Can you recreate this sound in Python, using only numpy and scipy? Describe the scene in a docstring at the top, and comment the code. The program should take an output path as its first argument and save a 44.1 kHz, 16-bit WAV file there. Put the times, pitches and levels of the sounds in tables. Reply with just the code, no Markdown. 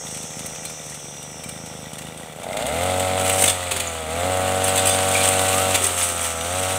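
"""A backpack brush cutter on an overgrown slope. First its small two-stroke engine idles, popping on about
every third turn, while twigs tick on the steel blade and a clicking cicada buzzes and fades. From 2.4 s
the throttle is pulled three times, with coasting in between: the engine fires every second turn and the
blade tears leaves and chops stems. In the second pull the worker turns, stalks scrape the blade and a
short whistle rises. Near the end the cicada is back and the third pull begins."""
import sys
import numpy as np
from scipy import signal
from scipy.fft import rfft, irfft
from scipy.io import wavfile
from scipy.ndimage import uniform_filter1d

SR = 44100
rng = np.random.default_rng(int(sys.argv[2]) if len(sys.argv) > 2 else 0)


def master_out(mix):
    """Clip the mix to full scale and print it as 16-bit PCM to the path in sys.argv[1]."""
    frames = np.transpose(np.atleast_2d(mix))
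    ceiling = np.clip(frames, -1, 1)
    pcm = np.round(ceiling * 32767).astype(np.int16)
    wavfile.write(sys.argv[1], SR, pcm)


N = 298998
TIME = np.arange(N) / SR

def undb(db):
    """Turn decibels into a gain."""
    return 10 ** (np.asarray(db) / 20)

def curves(table):
    """Join each column of a table by straight lines in time."""
    times, *columns = np.transpose(table)
    return [np.interp(TIME, times, column) for column in columns]

def unit(x):
    """Scale to an average (rms) level of 1."""
    return x / np.sqrt(np.mean(x ** 2))

def even(x):
    """Hold the average level at 1; quick detail stays."""
    size = SR // 7
    return x / np.sqrt(uniform_filter1d(uniform_filter1d(x ** 2, size), size) + 1e-18)

def fade(x, decay_s):
    """Give every click a dying tail."""
    return signal.lfilter([1], [1, -np.exp(-1 / (decay_s * SR))], x)

def ring(x, modes):
    """Ring several notes at once; alternating signs avoid holes between them."""
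    return sum((-1) ** k * undb(db) * signal.lfilter(*signal.iirpeak(hz, hz / width_hz, SR), x)
               for k, (hz, width_hz, db) in enumerate(modes))

def colour(x, points, size=2048):
    """Shape the tone along (pitch, level) points; white noise keeps its power."""
    hz, db = np.transpose(points)
    grid = np.maximum(np.arange(size // 2 + 1) * SR / size, 1)
    cepstrum = irfft(np.log(undb(np.interp(np.log(grid), np.log(hz), db))))
    cepstrum[1:size // 2] *= 2  # folded so that nothing sounds before its cause
    cepstrum[size // 2 + 1:] = 0
    response = irfft(np.exp(rfft(cepstrum)))
    return signal.fftconvolve(x, response / np.linalg.norm(response))[:N]

def walk(rate):
    """Glide to a new random value, roughly within 1 of zero, rate times a second."""
    step = int(SR / rate)
    return 1.2 * uniform_filter1d(np.repeat(rng.standard_normal(N // step + 1), step), step)[:N]

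def clicks(times, sizes):
    """One click at each time, shared between two neighbouring samples."""
    place = np.clip(times * SR, 0, N)
    i = place.astype(int)
    before = np.bincount(i, sizes * (1 - place + i), N + 2)
    after = np.bincount(i + 1, sizes * (place - i), N + 2)
    return (before + after)[:N]

def grains(rate, spread_db):
    """Tiny random cracks of unequal size, about rate a second."""
    hit = rng.random(N) < rate / SR
    return unit(hit * rng.choice([-1, 1], N) * undb(spread_db * np.clip(rng.standard_normal(N), -3, 2)))

def strokes(cycles, scatter_db, jitter_s, lead_s=0, alternation=.91):
    """One pulse a cycle; a strong one tends to follow a weak one, and comes up to lead_s early."""
    times = np.interp(np.arange(1, int(cycles[-1]) + 1), cycles, TIME)
    chance = rng.standard_normal((len(times), 2))
    strength = np.tanh(signal.lfilter([1], [1, alternation], chance[:, 0]))
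    return -clicks(times - lead_s * strength + jitter_s * chance[:, 1], undb(scatter_db * strength))

def bush_echo(x, echo_db, fade_s):
    """Ground and bushes scatter a short, weak echo."""
    age = TIME[:SR // 4]
    tail = rng.standard_normal(len(age)) * undb(-60 * age / fade_s) * (age > .003)
    return x + undb(echo_db) * signal.fftconvolve(x, tail / np.linalg.norm(tail))[:N]

# tone of the outdoor air: (pitch [Hz], level [dB])
AIR_TONE = [(25, -17), (70, -8), (200, -8.5), (600, -10), (1500, -29), (5000, -64), (15000, -52)]
def air(level_db=-49):
    """Outdoor air makes a faint, low rush."""
    return undb(level_db) * colour(rng.standard_normal(N), AIR_TONE)

# cicada calls: (full voice at [s], fades from [s], level [dB], body pitch [Hz])
CALLS = [(0, 1.72, -35.5, 6120), (6.2, 7.7, -39, 6126)]
def cicada(click_hz=215.8, rise_db_per_s=18, sag_db_per_s=4, fade_db_per_s=23, sink_hz_per_s=200):
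    """Fast, regular clicks ring the insect's body, whose note sinks and narrows as a call tires."""
    cycles = np.cumsum(click_hz * (1 + .00225 * walk(150))) / SR
    gain, weighted_hz, weighted_width = 1e-18, 0, 0
    for full, fades, db, start_hz in CALLS:
        age = np.clip(TIME - full, 0, fades - full)
        call = undb(db - rise_db_per_s * np.maximum(full - TIME, 0) - sag_db_per_s * age
                    - fade_db_per_s * np.maximum(TIME - fades, 0))
        gain += call
        weighted_hz += call * (start_hz - sink_hz_per_s * age)
        weighted_width += call * 870 * np.exp(-age / 5.4)
    centre_hz, width_hz = weighted_hz / gain, weighted_width / gain
    out = 0
    for k in range(24, 41):  # overtones of the click rate
        hz = k * click_hz
        body = 1 / (1 + ((hz - centre_hz) / width_hz) ** 2) ** 2
        upper_peak = .52 / (1 + ((hz - 8200) / width_hz) ** 2)
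        flutter = undb(2 * walk(35) + 2 * walk(7))
        out += (body + upper_peak) * flutter * np.sin(2 * np.pi * (k * cycles + rng.random()))
    return even(out) * gain

# path of the whistle: (time [s], pitch [Hz], level [dB])
WHISTLE_PATH = [(5.44, 1062, -55), (5.52, 1115, -34), (5.61, 1286, -29), (5.68, 1391, -38),
                (5.76, 1460, -52)]
def whistle():
    """A slightly unsteady tone slides upward."""
    hz, db = curves(WHISTLE_PATH)
    sounding = (TIME > WHISTLE_PATH[0][0]) & (TIME < WHISTLE_PATH[-1][0])
    cycles = np.cumsum(hz * (1 + .0095 * walk(120))) / SR
    return np.sqrt(2) * np.sin(2 * np.pi * cycles) * undb(db) * sounding

# twigs touching the blade: (time [s], level [dB])
TWIG_HITS = [(0.081, -33.5), (.11, -32), (.146, -30), (.171, -30), (0.23, -30), (.363, -39), (0.392, -28.5),
             (0.697, -30), (.861, -36), (0.899, -32), (.944, -31.5), (1.227, -33), (1.662, -34.5),
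             (1.932, -32), (2.175, -35), (2.398, -40), (2.432, -32)]
# tone of a twig: (pitch [Hz], level [dB])
TWIG_TONE = [(900, -16), (2300, -3.5), (3500, -3), (5200, -9), (7000, -4), (7800, 3), (8500, 4),
             (10500, -6), (15000, -18)]
def twigs(decay_s=.01):
    """Each twig ticks on the slowly turning blade with a small, dry crackle."""
    envelope, age = np.zeros(N), TIME[:SR // 10]
    for start, db in TWIG_HITS:
        i = int(start * SR)
        envelope[i:i + len(age)] += undb(db) * np.exp(-age / decay_s)
    return colour(envelope * grains(rate=5000, spread_db=-4), TWIG_TONE)

# tone of tearing grass: (pitch [Hz], level [dB])
GRASS_TONE = [(3000, -12), (6000, -7), (9500, 0), (12500, 0), (15500, -6)]
def grass(middle_s=5.57, half_length_s=.13, level_db=-34):
    """Soft grass tears into an airy spray of fine cracks."""
    swell = np.exp(-((TIME - middle_s) / half_length_s) ** 2)
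    return colour(grains(rate=9900, spread_db=3), GRASS_TONE) * swell * undb(level_db)

# notes of the blade and its guard: (pitch [Hz], time to fade 60 dB [s], level when scraped [dB])
BLADE_NOTES = [(395.7, 0.52, -23), (2345, 0.15, -3), (3020, 0.029, 0), (3525, 0.14, 1), (4160, 0.092, -9),
               (4770, 0.2, -1), (6280, 0.14, -1), (6940, 0.061, -9), (8640, 0.099, 9), (9400, 0.071, -3)]
# woody stalks scraping: (time [s], length [s], level [dB])
STALK_SCRAPES = [(4.772, .06, -30), (4.86, .095, -26.5)]
def scrapes(width_hz=59.6, edge_s=.0067):
    """A stalk catches and slips over the steel; its touch rings, damps and widens every note."""
    pressure = sum(undb(db) * np.clip(np.minimum(TIME - start, start + length - TIME) / edge_s, 0, 1)
                   for start, length, db in STALK_SCRAPES)
    friction = grains(rate=3000, spread_db=3) * undb(3 * walk(90))
    return even(ring(friction, [(hz, width_hz, db) for hz, _, db in BLADE_NOTES])) * pressure

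# hard stalks hitting the blade: (time [s], level [dB], favoured pitch [Hz])
STALK_HITS = [(.652, -34, 2350), (.654, -32, 4070), (1.439, -34.5, 2330), (1.487, -33, 2930),
              (3.477, -12.5, 3320), (3.718, -28, 380.5), (3.872, -19.5, 7140), (4.681, -26, 8510),
              (4.785, -26, 3480), (4.87, -17, 8610), (5.152, -13.5, 2300), (5.205, -23, 2403),
              (5.211, -21, 4000), (5.287, -16, 8500), (5.81, -27, 400), (6.025, -17, 8430),
              (6.09, -34, 400)]
def pings(spread_octaves=.11, rise_s=.0005):
    """A stalk rings the blade's notes near one pitch; it keeps touching, so the ring is rough."""
    out, age = np.zeros(N), TIME[:SR // 3]
    swell = 1 - np.exp(-age / rise_s)
    for start, db, favoured_hz in STALK_HITS:
        i = int(start * SR)
        touch, slip = walk(300)[:len(age)], walk(400)[:len(age)]
        for hz, fade_s, _ in BLADE_NOTES:
            share = 1 / (1 + (np.log2(hz / favoured_hz) / spread_octaves) ** 2)
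            envelope = share * swell * undb(db - 60 * age / fade_s + 2.2 * touch)
            out[i:i + len(age)] += envelope * np.sin(2 * np.pi * hz * age + .75 * slip)
    return out

# bright notes of the blade: (pitch [Hz], width [Hz], level [dB])
SPATTER_NOTES = [(7720, 200, 2.5), (8500, 480, 5.5), (9520, 120, -5)]
def spatter():
    """Flung bits of leaf strike the blade; each rings it briefly."""
    strikes = fade(np.abs(grains(rate=110, spread_db=2.2)), decay_s=.0025)
    return even(ring(strikes * rng.standard_normal(N), SPATTER_NOTES))

# notes of the casing and shaft tube: (pitch [Hz], width [Hz], level [dB])
CASING_NOTES = [(1962, 75, 3.5), (2316, 82, 3.5), (2805, 80, -2.5), (3377, 110, 1), (3580, 100, 3)]
def rattle(tufts):
    """Loose metal parts tick against the casing and the shaft tube."""
    return even(sum(ring(grains(rate=160, spread_db=6) * tufts, [note]) for note in CASING_NOTES))

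# sweeps through plants: (deepest at [s], half length [s], leaf hiss [dB], stem crackle [dB])
BLADE_SWEEPS = [(0.297, 0.81, -46.5, -45), (2.014, 0.32, -51.5, -45.5), (2.616, 0.022, -40, -29),
                (3.316, 0.083, -27.5, -26.5), (3.424, 0.048, -23, -29), (3.488, 0.018, -20, -25),
                (3.767, 0.16, -38, -30.5), (4.685, 0.045, -29, -24.5), (4.786, 0.015, -31, -20),
                (4.906, 0.093, -40, -30), (5.22, 0.077, -25, -22.5), (5.42, 0.53, -27.5, -23.5),
                (5.853, 0.022, -20, -25), (6.033, 0.06, -22, -26), (6.239, 0.064, -27, -27),
                (6.698, 0.26, -31, -28.5)]
def sweep_levels(revs, throttle, exit_share=.86):
    """Hiss and crackle in dB: the spinning blade and shaft, plus a swell for each sweep."""
    power = undb([-48.5 + 9 * revs + 5.5 * throttle, -43 + 12 * revs + 3 * throttle]) ** 2
    for deepest, length, hiss_db, crackle_db in BLADE_SWEEPS:
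        width_s = np.where(TIME < deepest, length, length * exit_share)
        depth = np.exp(-((TIME - deepest) / width_s) ** 2)
        power += np.outer(undb([hiss_db, crackle_db]) ** 2, depth)
    return 10 * np.log10(power)

# tones of torn leaves and cracking stems: (pitch [Hz], level [dB])
LEAF_TONE = [(3000, -33.5), (5200, -8), (6300, -2.5), (7100, -10), (7600, 2.5), (8100, 2.5), (8550, 4.5),
             (9100, 0.5), (10200, -5), (12000, -12), (15500, -13)]
STEM_TONE = [(400, -27), (1000, -1), (1700, -5), (2350, -2), (2750, 2), (3400, -0.5), (4100, -3.5),
             (5200, -10.5), (6300, -10.5), (7500, 0.5), (12000, -24)]
def blade(turns, revs, throttle):
    """The blade shreds plants into dense cracks, bunched by the engine's beat and by uneven tufts."""
    hiss_db, crackle_db = sweep_levels(revs, throttle)
    cutting = np.clip((crackle_db + 36) / 12, 0, 1)
    beat = 1 + .067 * np.cos(np.pi * turns)
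    tears = fade(np.abs(grains(rate=45, spread_db=2.5)), decay_s=.0031)
    tufts = beat * undb(.4 * walk(45) + 1.1 * walk(220)) * (1 + .26 * unit(tears))
    shared = grains(rate=2500, spread_db=2.5)
    leaf_cracks = (shared + .8 * rng.standard_normal(N)) * tufts * undb(1.4 * walk(70))
    stem_cracks = (1.07 * shared + grains(rate=5000, spread_db=2.8)) * tufts * undb(1.1 * walk(70))
    stems = even(colour(stem_cracks, STEM_TONE)) * undb(-5 + 1.16 * cutting)
    metal = rattle(tufts) * undb(-6 - 8.4 * cutting)  # stands out when little is cut
    leaves = even(colour(leaf_cracks, LEAF_TONE)) * undb(-.23) + spatter() * undb(-3.5)
    return leaves * undb(hiss_db) + (stems + metal) * undb(crackle_db)

# knocks and chopped stems: (time [s], level [dB], extra treble [dB], rise [s], hold [s])
STEM_CHOPS = [(0.459, -26.5, 3, .002, 0.0054), (.5585, -24, -10, .001, .001),
              (0.6505, -24, 2.5, 0.001, 0.0046), (1.434, -27.5, 0, 0.0033, .006),
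              (1.487, -24, -0.5, 0.0033, 0.0049), (1.981, -23.5, -3.5, 0.0034, 0.007),
              (2.016, -27.5, -4, 0.0025, 0.0067), (2.568, -16.5, -4.5, 0.001, .004),
              (2.664, -16, -1, .002, .002), (2.832, -18, -1, 0.0026, .002),
              (2.996, -16, 0.5, 0.0018, 0.0016), (3.247, -15, -2, 0.0009, 0.0022),
              (3.277, -14, -2, 0.00075, 0.0034), (3.296, -10.5, -0.5, 0.00088, .003),
              (3.391, -16, 2.5, 0.0016, 0.0027), (3.406, -20, 2, .001, 0.0025),
              (3.4207, -11, 1, .001, 0.0044), (3.4385, -4, -0.5, 0.00093, 0.003),
              (3.457, -11, -8, .002, .004), (3.478, -8, -1, 0.0009, 0.0028), (3.498, -9, -11, .001, .002),
              (3.707, -12.5, -2, .007, 0.0093), (3.762, -15, -3.5, 0.00094, 0.0088),
              (3.796, -13, -2.5, 0.0056, 0.0057), (4.64, -17.5, 4.5, 0.0018, 0.0052),
              (4.678, -15, 2, .002, 0.0055), (4.755, -13, -0.5, 0.0022, 0.0038),
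              (4.774, -13, 2, 0.0027, 0.0046), (4.855, -13.5, 4, 0.0023, .003),
              (4.869, -12.5, 3.5, 0.0019, 0.0048), (4.89, -17.5, 6.5, .002, .005),
              (5.16, -15, -4, 0.0021, .003), (5.286, -13.5, 2, .002, .004),
              (5.743, -7.5, -3, 0.00062, 0.017), (5.841, -17, -15, .004, 0.0096),
              (6.01, -13.5, -8, .003, 0.0076)]
# tone of a chop: (pitch [Hz], level [dB])
CHOP_TONE = [(100, 1.5), (400, 0), (900, 0.5), (1700, 1.5), (2400, 6.5), (3500, 5), (5200, 2.5), (6500, 9),
             (9000, 0), (15000, -32)]
def chops(decay_s=.0044):
    """Each stem splits in a burst of fibre cracks that lasts while the blade passes through."""
    body, bright = np.zeros(N), np.zeros(N)
    for start, db, treble_db, rise_s, hold_s in STEM_CHOPS:
        i = int(start * SR)
        age = TIME[:min(SR // 5, N - i)]
        dying = np.exp(-np.maximum(age - rise_s - hold_s, 0) / decay_s)
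        burst = undb(db) * np.minimum(age / rise_s, 1) * dying
        body[i:i + len(age)] += burst
        bright[i:i + len(age)] += burst * undb(treble_db)
    fibres = grains(rate=14000, spread_db=-1.5)
    return undb(-8) * colour(body * fibres, CHOP_TONE) + undb(-4.5) * colour(bright * fibres, LEAF_TONE)

# tone of rushing gas: (pitch [Hz], level [dB])
RASP_TONE = [(150, -15), (350, -8), (450, -2), (700, -4.5), (1000, -14), (1350, -2.5), (1700, -12),
             (2050, -11.5), (3000, -17), (6000, -31)]
def rasp(turns):
    """Swirling gas follows each exhaust pulse."""
    puffs = 1 + .72 * np.exp(-(turns % 1) / .089)
    return even(colour(rng.standard_normal(N) * puffs, RASP_TONE))

# notes of the engine cover: (pitch [Hz], width [Hz], level [dB])
COVER_NOTES = [(2078, 69, 11.5), (3700, 650, -1.5)]
def clack(fired):
    """Hard firings rattle the cover."""
    jolts = fade(fired ** 2, decay_s=.0023)
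    return even(ring(jolts * rng.standard_normal(N), COVER_NOTES))

# notes of the air intake, open and shut: (pitch [Hz], width [Hz], level [dB])
OPEN_NOTES = [(1138, 224, -1), (1492, 170, 2)]
SHUT_NOTES = [(1267, 180, 0)]
def intake(firings, throttle):
    """The air intake honks with each firing; another note joins as the throttle shuts."""
    honk = even(ring(ring(firings, OPEN_NOTES), OPEN_NOTES)) * undb(-40.5 + 5.6 * throttle)
    coast = even(ring(ring(firings, SHUT_NOTES), SHUT_NOTES)) * undb(-40) * (1 - throttle)
    return honk + coast

# tone of the muffler shell: (pitch [Hz], level [dB])
SNARL_TONE = [(600, -22.5), (920, -3.5), (1020, -6.5), (1170, 7), (1260, 6), (1400, 2.5), (1530, -4),
              (1680, -11), (1920, 2), (2150, -12), (3200, -28), (8000, -59)]
def snarl(firings):
    """The muffler shell gives off the high overtones of the firings."""
    return even(colour(firings, SNARL_TONE))

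# tone of the buzz: (pitch [Hz], level [dB])
BUZZ_TONE = [(600, -30.5), (850, 12.5), (950, 9.5), (1100, 1), (1300, 7), (1480, 0.5), (1680, -6.5),
             (2100, 3), (3500, -38.5)]
def buzz(piston):
    """One piston pulse a turn blends into a buzz."""
    return even(colour(piston, BUZZ_TONE))

# tone of the growl: (pitch [Hz], level [dB])
GROWL_TONE = [(70, -41), (110, -3), (142, 0.5), (188, -6), (238, 2.5), (285, -0.5), (340, -39.5),
              (450, -37.5)]
def growl(cycles):
    """Strong and weak firings put a growl between the low overtones."""
    return even(colour(strokes(cycles, scatter_db=9.5, jitter_s=8e-5), GROWL_TONE))

def hum(turns):
    """The muffler's hollow rings on, two swings to a turn."""
    return np.sqrt(2) * np.cos(4 * np.pi * turns) * undb(walk(20))

def drone(cycles):
    """Steady firing makes one low tone."""
    return np.sqrt(2) * np.sin(2 * np.pi * (cycles + .71)) * undb(.28 * walk(33))

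# stumbles of the idle: (start [s], end [s], extra level [dB])
IDLE_STUMBLES = [(.2, .36, 1), (.45, .8, -3), (.8, 1.13, -0.5), (1.37, 1.5, 3.5), (1.76, 2.08, 0.5),
                 (2.22, 2.42, -2.5)]
# gaps between pops in a stumble, picked at random: (gap [turns])
STUMBLE_GAPS = [2, 3, 3, 5]
# tone of a pop: (pitch [Hz], level [dB])
POP_TONE = [(45, -29), (85, -4), (150, -3.5), (230, -2.5), (330, -15.5), (600, -25), (1500, -66)]
def idle_pops(turns, scatter_db=2.5):
    """At idle the fuel fires every third turn; in a stumble it may fire early and weakly, or late."""
    pop_turns, sizes, turn = [], [], 1
    for gap, scatter in zip(rng.choice(STUMBLE_GAPS, size=400), rng.uniform(-1.1, 1, size=400)):
        now = np.interp(turn, turns, TIME)
        stumble_db = [db for start, end, db in IDLE_STUMBLES if start < now < end]
        gap = gap if stumble_db else 3
        turn += gap
        pop_turns.append(turn)
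        sizes.append(min(gap / 3, 1) * undb(sum(stumble_db) + scatter_db * scatter))
    return colour(clicks(np.interp(pop_turns, turns, TIME), np.array(sizes)), POP_TONE)

# notes of the exhaust pipe while speeding up: (pitch [Hz], width [Hz], level [dB])
PIPE_NOTES = [(610, 156, 4), (900, 230, -1), (1261.4, 230, -7)]
def whine(chuffs, piston, idle):
    """Every turn rings the pipe: a sputter at first, then a clear rising whine."""
    pulses = idle ** 2 * chuffs + (1 - idle ** 2) * piston
    return even(ring(ring(pulses, PIPE_NOTES), PIPE_NOTES))

# tones of the exhaust at idle and at speed: (pitch [Hz], level [dB])
CHUFF_TONE = [(250, -9), (370, -6.5), (430, -2.5), (510, 6.5), (600, 2), (750, 3.5), (860, -0.5),
              (980, -11), (1300, -30), (2000, -25)]
BARK_TONE = [(250, -20.5), (376, -20), (470, 0.5), (565, 2.5), (660, 3), (755, 2.5), (805, -2.5), (850, -4),
             (940, -14), (1040, -12.5), (1200, -28.5), (2000, -45)]
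def exhaust(chuffs, barks, idle, strain):
    """Gas pulses chuff at idle and bark at speed; under strain they weaken and sputter."""
    gas = even(idle * colour(chuffs, CHUFF_TONE) + (1 - idle) * colour(barks, BARK_TONE))
    return gas * undb(strain * (-10 - 2.5 * walk(120)))

def engine(turns, revs, throttle, sag_db, turn_s=4.19, turn_length_s=.31, lead_turns=.049):
    """Each turn pushes out a gas pulse; at speed every second one fires, stronger and a little early."""
    idle = np.clip(1 - 2 * revs, 0, 1)
    strain = throttle * (1 - revs)  # throttle open, speed still low
    sag = undb(sag_db * idle)
    # the worker turns: the cover faces away and the intake comes to the front
    turned = np.clip((TIME - turn_s) / turn_length_s + .5, 0, 1)
    cycles = turns / 2
    piston = strokes(turns, scatter_db=1.5, jitter_s=1e-5)
    unfired = strokes(cycles + .5, scatter_db=1.5, jitter_s=3e-5)
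    fired = strokes(cycles + lead_turns * revs / 2, scatter_db=2, jitter_s=2e-5, lead_s=5e-5)
    chuffs = strokes(turns, scatter_db=2, jitter_s=6e-4)
    barks = unfired + fired * undb(8 * revs)
    out = exhaust(chuffs, barks, idle, strain) * undb(-41.5 + 10 * revs + 8.5 * throttle) * sag
    out += whine(chuffs, piston, idle) * undb(-25) * strain
    out += buzz(piston) * undb(-53 + 14.64 * revs + 2 * throttle) * sag
    out += growl(cycles) * undb(-41.5 - 2.55 * revs + 8.5 * throttle) * sag * (1 - idle)
    out += hum(turns) * undb(-48.5) * idle
    out += drone(cycles) * undb(-53.5 + 18 * revs + 4 * throttle) * sag * (1 - idle)
    out += rasp(turns) * undb(-47 + 6.5 * revs + 6.5 * throttle + 3.1 * strain) * sag
    out += clack(fired) * undb(-37) * throttle * (1 - .55 * turned)
    firings = strokes(cycles, scatter_db=1, jitter_s=1e-5)
    out += snarl(firings) * undb(-60 + 19 * revs - 1.5 * throttle + 2.1 * turned)
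    out += intake(firings, throttle) * turned
    return out + idle_pops(turns) * undb(-9.5) * sag ** .95 * idle

# pulls of the throttle: (pressed [s], released [s], opening [0-1])
THROTTLE_PULLS = [(2.362, 3.43, 0.97), (3.971, 5.7, 1), (6.291, 6.9, 0.54)]
def throttle_opening(open_s=.25, close_s=.14):
    """Each pull opens the throttle, holds it and lets it close."""
    return sum(opening * np.clip((TIME - pressed) / open_s, 0, 1)
               * np.clip(1 - (TIME - released) / close_s, 0, 1)
               for pressed, released, opening in THROTTLE_PULLS)

# speed of the engine: (time [s], turns a second [Hz])
ENGINE_SPEED = [(0, 81.3), (.17, 77), (.3, 78.6), (.52, 80.46), (.88, 75.3), (1.17, 71.5), (1.4, 76.5),
                (1.68, 79.04), (1.87, 77.13), (2.22, 80.5), (2.35, 77), (2.41, 88), (2.5, 91.4),
                (2.588, 107.4), (2.66, 129), (2.7, 149), (2.758, 166.4), (2.854, 184.1), (3.44, 189.2),
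                (3.54, 183), (3.78, 174.3), (4.07, 155.7), (4.27, 185), (4.72, 188.8), (5.75, 188.3),
                (5.82, 181.5), (6.4, 163.9), (6.57, 185.7), (6.78, 187.8)]
def brush_cutter(idle_hz=80, top_hz=184.5, idle_wobble=.01135):
    """The engine rides in the open and drives the blade, which echoes more down among the plants."""
    hz, = curves(ENGINE_SPEED)
    revs = np.clip((hz - idle_hz) / (top_hz - idle_hz), 0, 1)  # 0 at idle, 1 at top speed
    turns = np.cumsum(hz * (1 + idle_wobble * (1 - revs) * walk(30))) / SR
    sag_db = .47 * np.clip(hz - idle_hz, -9, 4)  # a slower idle is weaker, a faster one firmer
    throttle = throttle_opening()
    motor = bush_echo(engine(turns, revs, throttle, sag_db), echo_db=-20, fade_s=.1)
    cutting = blade(turns, revs, throttle) + grass() + chops() + twigs() + scrapes() + pings()
    return motor + bush_echo(cutting, echo_db=-7.5, fade_s=.45)

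def scene():
    """The machine, the cicada and the whistle over faint air, the same in both ears."""
    mono = brush_cutter() + cicada() + whistle() + air()
    return np.array([mono, mono])

def record(dry, bass_hz=32, top_hz=15550):
    """A phone a few metres away thins the deepest bass and cuts the highest treble."""
    thinned = signal.sosfilt(signal.butter(2, bass_hz, "high", fs=SR, output="sos"), dry)
    return signal.sosfilt(signal.ellip(10, .2, 80, top_hz, fs=SR, output="sos"), thinned)

dry = scene()
out = record(dry)
master_out(out)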